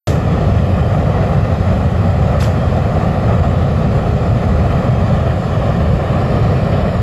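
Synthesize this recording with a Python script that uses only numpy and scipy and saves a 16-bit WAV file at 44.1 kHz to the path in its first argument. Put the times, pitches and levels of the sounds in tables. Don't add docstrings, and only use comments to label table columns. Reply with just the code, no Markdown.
import sys
import numpy as np
from scipy import signal
from scipy.fft import rfft, irfft, next_fast_len
from scipy.io import wavfile
from scipy.ndimage import uniform_filter1d, minimum_filter1d, map_coordinates

SR = 44100
rng = np.random.default_rng(int(sys.argv[2]) if len(sys.argv) > 2 else 0)


def wav_record(signal):
    frames = np.transpose(np.atleast_2d(signal))
    bounded = np.clip(frames, -1, 1)
    quanta = np.round(bounded * 32767).astype(np.int16)
    wavfile.write(sys.argv[1], SR, quanta)


N = 309582
TIME = np.arange(N) / SR


def amp(db):
    return 10 ** (np.asarray(db) / 20)


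def unit(x):
    return x / np.sqrt(np.mean(x ** 2) + 1e-20)


def bell(x, centre, width):
    return np.exp(-((x - centre) / width) ** 2)


def curve(rows):
    return np.interp(TIME, *np.transpose(rows))


def bumps(rows, width_s):
    return sum(db * bell(TIME, at, width_s) for at, db in rows)


def wobble(rate):
    return map_coordinates(rng.standard_normal(4096), [TIME * rate], mode="wrap")


def filtered(x, gain_at):
    size = next_fast_len(N + SR // 2)
    return irfft(rfft(x, size) * gain_at(np.fft.rfftfreq(size, 1 / SR)), size)[:N]


def noise(colour):
    points_hz, db = np.transpose(colour)
    gain_at = lambda hz: amp(np.interp(np.log(hz + 1), np.log(points_hz), db))
    return unit(filtered(rng.standard_normal(N), gain_at))


def turn_band(x, levels, centre_hz, width_hz):
    band = filtered(x, lambda hz: bell(hz, centre_hz, width_hz))
    return x + (amp(curve(levels)) - 1) * band


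SWIRLS = [(14, 1.9), (45, 2.2), (130, 0.92)]
def swirling_gas():
    return unit(sum(weight * wobble(rate) for rate, weight in SWIRLS))


# frequency in Hz, level in dB.
ROAR_COLOUR = [(10, -38), (22, -28), (35, -17.5), (53, -8), (85, 0), (150, -1.5), (220, -6), (310, -18.5),
               (500, -22), (1000, -46.5), (3000, -95)]
# time in seconds, change in dB.
ROAR_BUMPS = [(.44, 2.5), (1.28, -4.5), (1.56, -4.5), (2.21, 2.5), (3.86, 2.5), (5.15, 3.5), (5.43, -7),
              (5.54, -5), (5.8, 3), (6.07, -7), (6.42, 3), (6.93, -4.5)]
# time in seconds, change in dB.
ROAR_LEVEL = [(0, 0), (.7, -1.5), (1.8, 0), (2.6, -1.5), (3.3, -0.1), (4.2, 0.1), (5, -0.5), (5.6, -1.1),
              (6.8, -0.5)]
def flame_roar(swirl, base_db, flutter_db):
    flutter = amp(flutter_db * swirl + bumps(ROAR_BUMPS, width_s=0.027))
    roar = unit(noise(ROAR_COLOUR) * flutter)
    return amp(base_db + curve(ROAR_LEVEL)) * roar


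# frequency in Hz, level in dB.
RUSH_COLOUR = [(100, -13), (280, 2.5), (335, 2.5), (370, 0.5), (412, 2.5), (448, -2.5), (485, 1),
               (620, -0.5), (740, -0.5), (820, -3.5), (950, -6), (1220, -8.5), (1520, -13.5), (1850, -15.5),
               (2400, -22), (4000, -37), (9000, -68)]
# time in seconds, boost in dB.
RUSH_SWELLS = [(.355, 3.5), (1.16, 1.5), (2.345, 3.5), (3.32, 3.2), (6.015, 2.8)]
# time in seconds, change in dB.
RUSH_FULLNESS = [(0, 6), (.4, 3), (1, 0.5), (2.8, 0), (3.5, 1.5), (5.2, -0.5), (6.1, 2), (6.32, 5),
                 (6.65, 4.5), (7, -5)]
# time in seconds, change in dB.
RUSH_LEVEL = [(0.2, -1), (.65, -1.2), (.92, 1.2), (1.2, 1.1), (1.42, -.7), (2.2, -.6), (2.9, .5),
              (3.6, -.7), (4.35, -.8), (4.6, 1.1), (5.05, .6), (5.45, -.5), (6.25, .8), (7, .4)]
def air_rush(swirl, base_db, flutter_db):
    flutter = amp(flutter_db * swirl + bumps(RUSH_SWELLS, width_s=0.024))
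    rush = unit(noise(RUSH_COLOUR) * flutter)
    rush = turn_band(rush, RUSH_FULLNESS, centre_hz=288, width_hz=144)
    return amp(base_db + curve(RUSH_LEVEL)) * rush


# time in seconds, centre in Hz, change in dB.
HISS_DIP = [(0, 5750, -4), (2.2, 5650, -4), (5, 5650, -4), (6, 5740, -7), (6.5, 6200, -4), (7, 6200, -13)]
# time and width in seconds, change in dB.
HISS_SWELLS = [(.85, .25, -2.2), (6.47, .24, 4.5), (6.9, .2, 1.8)]
def shift_colour(hiss, patchy_db):
    hz, times, grid = signal.stft(hiss, SR, nperseg=1024)
    dip_times, *columns = np.transpose(HISS_DIP)
    centre_hz, dip_db = (np.interp(times, dip_times, column) for column in columns)
    dip = dip_db * bell(hz[:, None], centre_hz, width=330)
    swell_db = sum(db * bell(times, at, width) for at, width, db in HISS_SWELLS)
    swell = swell_db * bell(hz[:, None], centre=4340, width=670)
    patches = uniform_filter1d(rng.standard_normal(grid.shape), size=4, axis=0)
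    patches = unit(uniform_filter1d(patches, size=9, axis=1))
    return signal.istft(grid * amp(dip + swell + patchy_db * patches), SR, nperseg=1024)[1][:N]


# frequency in Hz, level in dB.
HISS_COLOUR = [(500, -31), (1500, -3), (2500, 2.5), (3200, 1), (4000, -5), (5000, -5.5), (5800, -11),
               (6500, -12.5), (7400, -11.5), (9000, -24), (11000, -17), (12500, -24.5), (14000, -26)]
# time in seconds, change in dB.
HISS_BRIGHTNESS = [(0, -2.5), (.7, -.6), (1.7, -2), (4.8, -1.8), (5.7, -.3), (7, .3)]
def air_hiss(swirl, base_db, flutter_db, rise_db_per_s):
    hiss = unit(noise(HISS_COLOUR) * amp(flutter_db * swirl))
    hiss = turn_band(hiss, HISS_BRIGHTNESS, centre_hz=3020, width_hz=550)
    return amp(base_db + rise_db_per_s * TIME) * shift_colour(hiss, patchy_db=1.93)


# time in seconds, delay in milliseconds.
BOUNCE_DELAY = [(0, 1.61), (1.7, 1.585), (4.6, 1.6), (5.9, 1.665), (7, 1.61)]
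def add_ground_bounce(direct, share, dull_hz):
    dulled = filtered(direct, lambda hz: 1 / (1 + (hz / dull_hz) ** 4))
    delay_samples = curve(BOUNCE_DELAY) * SR / 1000
    bounce = map_coordinates(dulled, [np.arange(N) - delay_samples])
    return (direct + share * bounce) / np.sqrt(1 + share ** 2)


# pitch in Hz, level in dB.
FAN_TONES = [(52, -33), (76, -32), (91.5, -31.5), (179, -38), (413, -41), (482, -45), (521, -44)]
def fan_hum(drift_hz, waver_db):
    hum = np.zeros(N)
    for hz, db in FAN_TONES:
        cycles = np.cumsum(hz + drift_hz * wobble(6)) / SR + rng.random()
        hum += amp(db) * unit(np.sin(2 * np.pi * cycles) * amp(waver_db * wobble(3.98)))
    return hum


# start in seconds, level in dB, rise and hold time in seconds.
HISS_BURSTS = [(0.062, -26.8, .001, 0.01), (2.394, -30, 0.014, 0.032)]
# frequency in Hz, level in dB.
BURST_COLOUR = [(300, -8), (1500, 4.5), (3000, 3), (4600, -0.5), (5600, -2), (7600, -.3), (9000, -16),
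                (11000, -6.5), (14000, -13)]
def hiss_bursts(grit_db, grit_rate, fade_s):
    level = np.zeros(N)
    for start, db, rise_s, hold_s in HISS_BURSTS:
        age = TIME - start
        fade_db = 60 * np.maximum(age - hold_s, 0) / fade_s
        level += np.clip(age / rise_s, 0, 1) * amp(db - fade_db)
    return level * unit(noise(BURST_COLOUR) * amp(grit_db * wobble(grit_rate)))


# start in seconds, strength in dB, ringing pitch in Hz.
CLICKS = [(.073, -26.5, 4200), (.08, -26.5, 4400), (2.409, -26.5, 4400), (2.424, -23.5, 1300),
          (2.4275, -29, 9000), (2.437, -30, 5000), (2.444, -29, 3400), (2.459, -31, 3600)]
# frequency in Hz, level in dB.
CLICK_COLOUR = [(400, -12), (1100, 10), (2200, -2), (3200, -9), (4600, -13), (7000, -14), (14000, -20)]
def clicks(ring_db, ring_width_hz, fade_s):
    snaps, body = np.zeros(N), noise(CLICK_COLOUR)
    for start, db, ring_hz in CLICKS:
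        age = TIME - start
        ring = unit(filtered(rng.standard_normal(N), lambda hz: bell(hz, ring_hz, ring_width_hz)))
        level = (age >= 0) * amp(db - 60 * np.abs(age) / fade_s)
        snaps += level * (body + amp(ring_db) * ring)
    return snaps


def scene():
    start_s = 0.072
    swirl = swirling_gas()
    burner = flame_roar(swirl, base_db=-13, flutter_db=0.3)
    burner += air_rush(swirl, base_db=-20.5, flutter_db=0.81)
    burner += air_hiss(swirl, base_db=-39, flutter_db=0.54, rise_db_per_s=0.08)
    yard = add_ground_bounce(burner, share=0.48, dull_hz=2460)
    yard += hiss_bursts(grit_db=2.0, grit_rate=490, fade_s=0.33)
    yard += clicks(ring_db=1, ring_width_hz=850, fade_s=0.026)
    yard += fan_hum(drift_hz=2.25, waver_db=3.5)
    return (yard * (TIME >= start_s))[None]


def limit_peaks(x, ceiling, window_s):
    span = 2 * int(window_s * SR / 2) + 1
    needed_gain = np.minimum(1, ceiling / (np.abs(x) + 1e-9))
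    return x * uniform_filter1d(minimum_filter1d(needed_gain, span), span)


# centre in Hz, width in Hz, change in dB.
MIC_DIPS = [(8990, 480, -16), (13260, 440, -31)]
def record(dry):
    top_hz = 14200
    colour = lambda hz: amp(sum(db * bell(hz, centre, width) for centre, width, db in MIC_DIPS))
    held = limit_peaks(filtered(dry[0], colour), ceiling=0.67, window_s=0.0082)
    return filtered(held, lambda hz: hz < top_hz)[None]


dry = scene()
out = record(dry)
wav_record(out)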